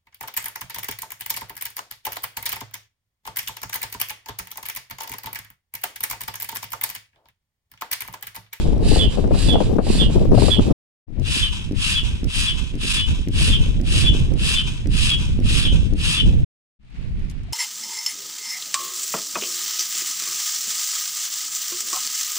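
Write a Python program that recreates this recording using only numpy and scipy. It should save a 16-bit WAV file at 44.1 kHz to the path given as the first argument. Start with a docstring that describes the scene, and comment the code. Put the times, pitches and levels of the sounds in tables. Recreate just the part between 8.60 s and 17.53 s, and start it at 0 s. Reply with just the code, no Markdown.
"""A shingle beach, heard from three places in turn with silence between: at the first two a bellows foot pump
fills an inflatable boat, at the third only wind, small waves, crunching pebbles and a drip are heard.
Each stroke: the valve flaps tick (short noise and a thump), air hisses down a ribbed hose (echoing noise),
the hose whistles as the flow slows (sliding narrow noise and swelling sines), the bellows refill (duller noise).
Wind buffets both microphone ports (low noise in lumps and bursts); waves wash softly behind (patchy noise)."""
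import sys
import numpy as np
from scipy import signal
from scipy.fft import rfft, irfft
from scipy.io import wavfile
from scipy.ndimage import uniform_filter1d

SR = 44100
rng = np.random.default_rng(int(sys.argv[2]) if len(sys.argv) > 2 else 0)


def put_to_file(sound):
    """Save the sound as 16-bit audio at rate SR, in the file named by the first command-line argument."""
    columns = np.atleast_2d(sound).T  # one column per channel
    safe = np.clip(columns, -1, 1)
    whole_steps = np.round(safe * 32767)
    wavfile.write(sys.argv[1], SR, whole_steps.astype(np.int16))


def undo_db(level):
    """Turn decibels back into plain size, where 20 dB means ten times bigger."""
    steps = np.asarray(level, float) / 20
    return 10 ** steps


N = 393606

# the three listening places: cut in t/s, fade-in length/s, cut out t/s
PLACES = [(-1, .01, 2.127), (2.468, .2, 7.847), (8.19, .2, 9)]
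# pump strokes: foot down t/s, push hiss level/dB, refill hiss level/dB, first valve flap before t/s, flap click level/dB
STROKES = [(-.335, -33, -44, .013, -36), (.1795, -33, -44, .0135, -35), (.6754, -34, -44, .016, -38),
           (1.1837, -34.5, -45, .0135, -39), (1.689, -33.5, -44, .013, -40),
           (2.5975, -30.5, -42, .009, -31), (3.1218, -30.5, -43, .0105, -30),
           (3.6436, -30.5, -43, .0115, -24), (4.154, -30, -42, .013, -30), (4.685, -30, -43, .011, -24),
           (5.213, -30, -42, .012, -26), (5.7374, -30, -42, .018, -27), (6.272, -29.5, -42, .0135, -25),
           (6.8014, -29, -43, .012, -30), (7.336, -29.5, -48, .01, -28)]
PUSH_S = .306   # nominal length of a push
HOSE_SPACING_HZ = 101.8   # spacing of the hose modes


def rms_one(x):
    """Scales a signal to an rms of 1."""
    return x / np.sqrt(np.mean(x ** 2) + 1e-20)


def in_time(rows):
    """The columns of a table, read at every sample."""
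    s, *columns = np.transpose(rows)
    return [np.interp(np.arange(N) / SR, s, c) for c in columns]


def at_hz(points, column=1):
    """A table read at every FFT bin on a log-frequency axis."""
    hz = np.fft.rfftfreq(N, 1 / SR) + 1
    points = np.array(points)
    return np.interp(np.log(hz), np.log(points[:, 0]), points[:, column])


def coloured(spectrum, channels):
    """The FFT of independent noises shaped to a spectrum."""
    return rfft(rng.standard_normal((channels, N))) * undo_db(at_hz(spectrum))


def drift(rate, channels=1):
    """Slow chance through a double one-pole low-pass at rate Hz, made at SR / 8; spread 1."""
    r = np.exp(-16 * np.pi * rate / SR)
    chance = rng.standard_normal((channels, N // 8 + 4001))
    slow = signal.lfilter([1], [1, -2 * r, r * r], chance)[:, 4000:]
    return np.repeat(rms_one(slow), 8, axis=1)[:, :N]


def ring(clicks, hz, t60):
    """A two-pole resonance struck by clicks, falling 60 dB in t60 seconds."""
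    r, w = undo_db(-60 / (t60 * SR)), 2 * np.pi * hz / SR
    return signal.lfilter([0, np.sin(w)], [1, -2 * r * np.cos(w), r * r], clicks + 1e-18)


def dying_bursts(when, db, t60):
    """An envelope that jumps up at each time and falls 60 dB in t60 seconds."""
    starts = np.zeros(N)
    starts[(np.asarray(when) * SR).astype(int)] = undo_db(db)
    return signal.lfilter([1], [1, -undo_db(-60 / (t60 * SR))], starts + 1e-18)


def panned(db, pan_db):
    """Gains of the left and right port, pan_db apart."""
    return undo_db(db + pan_db * np.array([[.5], [-.5]]))


def wind():
    """Each port has its own eddies: a lumpy rumble, and buffets in bursts that get brighter as they get stronger."""
    # wind at the ports: t/s, rumble level/dB, buffet level/dB, buffet left-right level/dB
    wind_levels = [(0, -15.5, -22.5, 6), (1.25, -13.5, -20, 6), (1.75, -15.5, -23.5, 5),
                   (2.12, -15, -17.5, 4), (2.6, -19.5, -35.6, 8), (3.05, -27.5, -42.6, 1),
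                   (3.3, -23.5, -43, -1), (3.8, -23.5, -40.6, -2), (4.6, -20, -39, -5), (5.1, -12, -30, -4),
                   (5.7, -14.5, -31, -7), (6.15, -21.5, -40.6, -3), (6.7, -14.5, -36.6, -4),
                   (7.15, -14.5, -30.6, -4), (7.45, -19.5, -40.6, -5), (7.7, -10, -34.6, -9),
                   (8.3, -32, -55.6, -2), (8.65, -20.5, -49.6, -14), (8.92, -31.5, -56.6, -6)]
    # colour of the rumble: f/Hz, level per Hz/dB
    rumble_colour = [(8, -20), (18, -1), (45, 0), (110, -8), (200, -15), (370, -31), (700, -50),
                     (1400, -75)]
    # colour of the buffets: f/Hz, level per Hz/dB
    buffet_colour = [(100, -8), (230, 0), (450, -8), (800, -23), (1600, -46), (3000, -70)]
    rumble_lean = .6   # share of the buffets' left-right lean that the rumble follows
    rumble_db, buffet_db, buffet_pan = in_time(wind_levels)
    lumps = 4.0 * drift(9, channels=2)
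    rumble = rms_one(irfft(coloured(rumble_colour, channels=2), N) * undo_db(lumps))

    buffet = irfft(coloured(buffet_colour, channels=2), N)
    bursts = .8 * lumps + 4.0 * drift(18, channels=2) + 4.5 * drift(70, channels=2)
    buffet = rms_one(buffet * undo_db(bursts))
    dull = signal.sosfiltfilt(signal.butter(2, 380, fs=SR, output="sos"), buffet)
    # the part above 380 Hz grows faster than the level, most at the stronger port
    edge = undo_db(.35 * (buffet_db + 22.6) + buffet_pan * np.array([[.6], [-.6]]))
    buffet = dull + edge * (buffet - dull)
    return panned(rumble_db, rumble_lean * buffet_pan) * rumble + panned(buffet_db, buffet_pan) * buffet


def shore():
    """Small waves wash in grainy patches; pebbles crunch in short bright bursts; a drop plops."""
    # colour of the wash: f/Hz, level per Hz/dB
    wash_colour = [(300, -24), (650, -4), (1300, -6), (2400, 0), (4500, -10), (6000, -18), (9000, -22),
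                   (15400, -58)]
    # shingle shifting: t/s, burst level before the band-pass/dB
    crunches = [(8.2482, -57), (8.3, -57), (8.4944, -56), (8.5944, -52), (8.6981, -36), (8.7114, -45),
                (8.8338, -49)]
    wash_db = -52.3   # before the patches
    drip_s, drip_hz, drip_db = 8.885, 690, -45
    patches = 1.5 * drift(5, channels=2) + 1.8 * drift(70, channels=2)
    wash = undo_db(wash_db + patches) * rms_one(irfft(coloured(wash_colour, channels=2), N))

    s, db = np.transpose(crunches)
    band = signal.butter(2, [2800, 9500], "band", fs=SR, output="sos")
    grit = signal.sosfilt(band, rng.standard_normal((2, N)))
    crunch = dying_bursts(s, db, t60=.045) * grit

    drop = undo_db(drip_db) * (np.arange(N) == round(drip_s * SR))
    return wash + crunch + ring(drop, drip_hz, t60=.07)


def hiss(spectrum):
    """Jet noise echoing in the hose, part of it common to both ports, coloured by the place."""
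    # colour of the pump at each port, one table for the first place and one for the second:
    # f/Hz, left level/dB, right level/dB
    port_colours = [
        [(1200, -3, -4), (1700, -7, -5), (2700, -11, -5), (4300, -3, 3), (6000, -6, -5), (7200, 2, 0),
         (12000, -2, -2)],
        [(1100, -3, -4), (1600, -6, -8), (2400, 1, -2), (3400, 3, 2), (5000, -3, -2), (6100, -4, 2),
         (7700, 4, -4), (9500, -8, 4), (14000, -8, -1)],
    ]
    # the left port hears the pump later, directly and off the shingle, a row for each place:
    # direct lag t/ms, bounce lag t/ms, bounce share
    left_lags = [(.05, 1.07, .8), (.16, .77, .9)]
    # likeness of the two ports: f/Hz, share of power common to both
    likeness = [(1000, .6), (3000, .7), (6000, .5), (9000, .15)]
    hose_echo = .3   # share of the sound that returns after each trip
    hz = np.fft.rfftfreq(N, 1 / SR)
    hose = 1 / (1 + hose_echo * np.exp(-2j * np.pi * hz / HOSE_SPACING_HZ))
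    common, left, right = coloured(spectrum, channels=3) * hose
    alike = np.clip(at_hz(likeness), 0, 1)
    at_places = []
    for colour, (direct_ms, bounce_ms, share) in zip(port_colours, left_lags):
        direct = np.exp(-2j * np.pi * hz * direct_ms / 1000)
        bounce = share * np.exp(-2j * np.pi * hz * bounce_ms / 1000)
        late = (direct + bounce) / np.hypot(1, share)
        both = np.sqrt(alike) * np.array([common * late, common])
        both = both + np.sqrt(1 - alike) * np.array([left, right])
        port_db = np.array([at_hz(colour, column=1), at_hz(colour, column=2)])
        at_places.append(both * undo_db(port_db))
    first, second = at_places
    # level reference: the ports' mean at the second place, 4.5 to 11 kHz
    treble = irfft(second.mean(0) * (hz > 4500) * (hz < 11000), N)
    scale = np.sqrt(np.mean(treble ** 2))
    in_first = np.arange(N) < PLACES[1][0] * SR
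    return np.where(in_first, irfft(first, N), irfft(second, N)) / scale


def per_stroke(shape, column, refill=False):
    """A shape laid on every stroke at that stroke's level."""
    t, shape = np.arange(N) / SR, np.array(shape)
    when, db = shape[:, 0], shape[:, column]
    when = PUSH_S + when if refill else PUSH_S * when
    out = np.zeros(N)
    for s, push_db, refill_db, *_ in STROKES:
        at = slice(*np.searchsorted(t, s + when[[0, -1]]))
        stroke_db = refill_db if refill else push_db
        out[at] += undo_db(stroke_db + np.interp(t[at] - s, when, db))
    return out


def pump_air():
    """Push and refill differ in colour and shape; turbulence makes both flutter."""
    # colour of the push: f/Hz, level per Hz/dB
    push_colour = [(410, -52), (700, -22), (757, -26), (818, -20), (1070, -14), (1450, -13), (1690, -8),
                   (2100, -11), (2590, 0), (3530, -7), (5010, -7), (6080, -15), (9500, -12.5), (11000, -24),
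                   (13900, -38), (15400, -48)]
    # colour of the refill: f/Hz, level per Hz/dB
    refill_colour = [(410, -50), (700, -20), (931, -6), (1370, -14), (1520, -5), (1900, -18), (2590, 1),
                     (2830, -7), (3100, -2), (4340, -13), (5210, -12), (9320, -20), (15400, -47)]
    # shape of a push; the treble dies as the flow slows while the hose body still sounds:
    # t/share of push length, body level/dB, treble level/dB
    push_shape = [(0, -45, -45), (.07, -26, -30), (.2, -9, -13), (.36, -2, -3), (.5, 0, 0), (.66, 0, -1),
                  (.87, -2.5, -12), (.97, -13, -21), (1.1, -26, -30), (1.3, -60, -60)]
    # shape of a refill: t after the push/s, level/dB
    refill_shape = [(-.05, -40), (0, -11), (.025, 0), (.045, 0), (.09, -6), (.16, -11), (.21, -19),
                    (.26, -40)]
    body_top_hz = 3700
    push = hiss(push_colour)
    body = signal.sosfiltfilt(signal.butter(2, body_top_hz, fs=SR, output="sos"), push)
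    treble = push - body
    air = body * per_stroke(push_shape, column=1) + treble * per_stroke(push_shape, column=2)
    air += hiss(refill_colour) * per_stroke(refill_shape, column=1, refill=True)
    return air * undo_db(1.2 * drift(40) + 1.1 * drift(300))


def gusts():
    """Sharp eddies breaking on the left port, each a short lumpy burst of low noise, weaker on the right."""
    # eddies: t/s, left burst level before the band-pass/dB
    eddies = [(0.06, -6), (0.359, 3), (0.572, -1), (0.64, 2), (0.707, 1), (0.743, 3), (0.955, 6),
              (1.003, 6), (1.183, 4), (1.267, -1), (1.715, 3), (1.773, 6), (1.82, 6), (1.882, 3),
              (2.572, -12)]
    right_db = -12.5   # gain of the right port
    s, db = np.transpose(eddies)
    dying = dying_bursts(s, db, t60=.1) * undo_db(3.0 * drift(90)[0])
    band = signal.butter(3, [170, 700], "band", fs=SR, output="sos")
    eddy = signal.sosfilt(band, rng.standard_normal((2, N)) * dying)
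    return eddy * [[1], [undo_db(right_db)]]


def flaps():
    """A dull flap, then a bright one: each a dry scuff of a few ms, and a thump in the bellows."""
    # colour of the two valve flaps: f/Hz, dull flap level/dB, bright flap level/dB
    flap_colour = [(700, -14, -14), (1600, -4, -6), (3000, 0, -3), (4300, -10, -6), (5600, -16, 4),
                   (7000, -24, -7), (11000, -34, -9), (15000, -50, -25)]
    thump_hz, thump_gain_db, thump_t60_s = 270, -15, .022
    s, *_, lead, db = np.transpose(STROKES[1:])
    out = np.zeros((2, N))
    for column, when in [(1, s - lead), (2, s)]:
        starts = np.zeros(N)
        starts[(when * SR).astype(int)] = undo_db(rng.normal(0, 3.0, len(when)))
        blow = uniform_filter1d(starts + .7 * np.roll(starts, 900), size=40)   # a soft blow and its rebound
        out += undo_db(thump_gain_db) * ring(blow, thump_hz, thump_t60_s)
        scuff = dying_bursts(when, db, t60=.014) * rng.standard_normal((2, N))
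        out += irfft(rfft(scuff) * undo_db(at_hz(flap_colour, column)), N)
    return out


def hose_side(t):
    """The hose lies to the right in the first place, a little left in the second (L-R dB)."""
    return np.where(t < PLACES[1][0], -10., 3.)


def rib_tone():
    """Narrow noise on the sliding pitch, fed through the hose's echo so that the modes it passes ring."""
    # the ribs' breathy tone slides down as the push ends: t/share of push length, f/Hz, level re push hiss/dB
    slide = [(.55, 3750, -30), (.7, 3520, -3), (.8, 3300, 2), (.9, 3000, 0), (1.0, 2800, -14),
             (1.1, 2700, -40)]
    width_hz, ring_share = 260, .8   # ring_share: what returns after each trip along the hose
    t = np.arange(N) / SR
    share, hz, _ = np.transpose(slide)
    when = np.ravel([s + share * PUSH_S for s, *_ in STROKES])
    pitch = np.interp(t, when, np.tile(hz, len(STROKES)))
    real, imag = drift(width_hz / 2, channels=4).reshape(2, 2, N)
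    carrier = np.exp(2j * np.pi * np.cumsum(pitch) / SR)
    breath = np.real((real + 1j * imag) * carrier) * per_stroke(slide, column=2)
    echo = 1 + ring_share * np.exp(-2j * np.pi * np.fft.rfftfreq(N, 1 / SR) / HOSE_SPACING_HZ)
    ringing = irfft(rfft(breath) / echo, N) * np.sqrt(1 - ring_share ** 2)
    return ringing * panned(0, hose_side(t))


def whistles():
    """Each mode swells as the ribs' tone sweeps down past it, wavers, then rings out."""
    # each whistle speaks on the loud mode, then hops to a lower one:
    # loud peak t/s, loud peak level/dB, lower mode f/Hz, lower peak level/dB
    hops = [(.407, -18, 2998, -24), (.908, -16, 3095, -25), (1.413, -23, 2895, -28),
            (1.926, -17, 3308, -21), (2.832, -18, 3095, -22), (3.368, -21, 3308, -19),
            (3.883, -23, 3200, -24), (4.394, -18, 2998, -16), (4.927, -19, 3200, -19),
            (5.474, -18, 3308, -21), (5.97, -22, 3095, -18), (6.519, -25, 3308, -14),
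            (7.06, -21, 3200, -26), (7.583, -21, 2998, -20)]
    # other hose modes, brushed in passing with a strength left to chance: f/Hz, mean peak level/dB
    brushed = [(3513, -27), (3203, -31), (3095, -32), (2998, -30)]
    brushed_spread_db = 2.5
    loud_mode_hz, sweep_hz_per_s, swell_s = 3412, 18000, .032
    out, waver = np.zeros((2, N)), drift(25, channels=2)
    draws = rng.random((len(hops), 2 + len(brushed), 5))
    for (peak_s, loud_db, lower_hz, lower_db), chances in zip(hops, draws):
        modes = [(loud_mode_hz, loud_db), (lower_hz, lower_db)]
        for (hz, db), strength in zip(brushed, chances[2:, 4]):
            modes.append((hz, db + brushed_spread_db * (4 * strength - 2)))
        for (hz, db), chance in zip(modes, chances):
            s = peak_s + (loud_mode_hz - hz) / sweep_hz_per_s   # when the sweep passes this mode
            length = swell_s * (.75 + .5 * chance[3])
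            at = slice(round((s - .1) * SR), round((s + .2) * SR))
            t = np.arange(N)[at] / SR - s
            rise = np.exp(-(t / (.6 * length)) ** 2)
            fall = .6 / np.cosh(t / (.45 * length)) + .4 * np.exp(-(t / .058) ** 2)
            swell = np.where(t < 0, rise, fall)
            # each port has its own starting phase
            phase = 2 * np.pi * (hz * t + chance[:2, None]) + .62 * waver[0, at]
            side = hose_side(s) + 8 * (chance[2] - .5)
            out[:, at] += panned(db + 3.0 * waver[1, at], side) * swell * np.sin(phase)
    return out


def scene():
    """All sources reach the two ports."""
    return pump_air() + rib_tone() + whistles() + flaps() + wind() + gusts() + shore()


def roll_off(x):
    """The treble ends steeply here."""
    return signal.sosfilt(signal.butter(12, 15590, fs=SR, output="sos"), x)


def record(dry):
    """Peaks overload softly; each place is cut off within a few ms and the next fades in."""
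    t = np.arange(N) / SR
    fader = np.zeros(N)
    for start, fade, end in PLACES:
        fader += np.clip((t - start) / fade, 0, 1) * np.clip((end - t) / .004, 0, 1)
    mix = 1.05 * np.tanh(dry / 1.05) * fader
    return roll_off(mix)


dry = scene()
out = record(dry)
put_to_file(out)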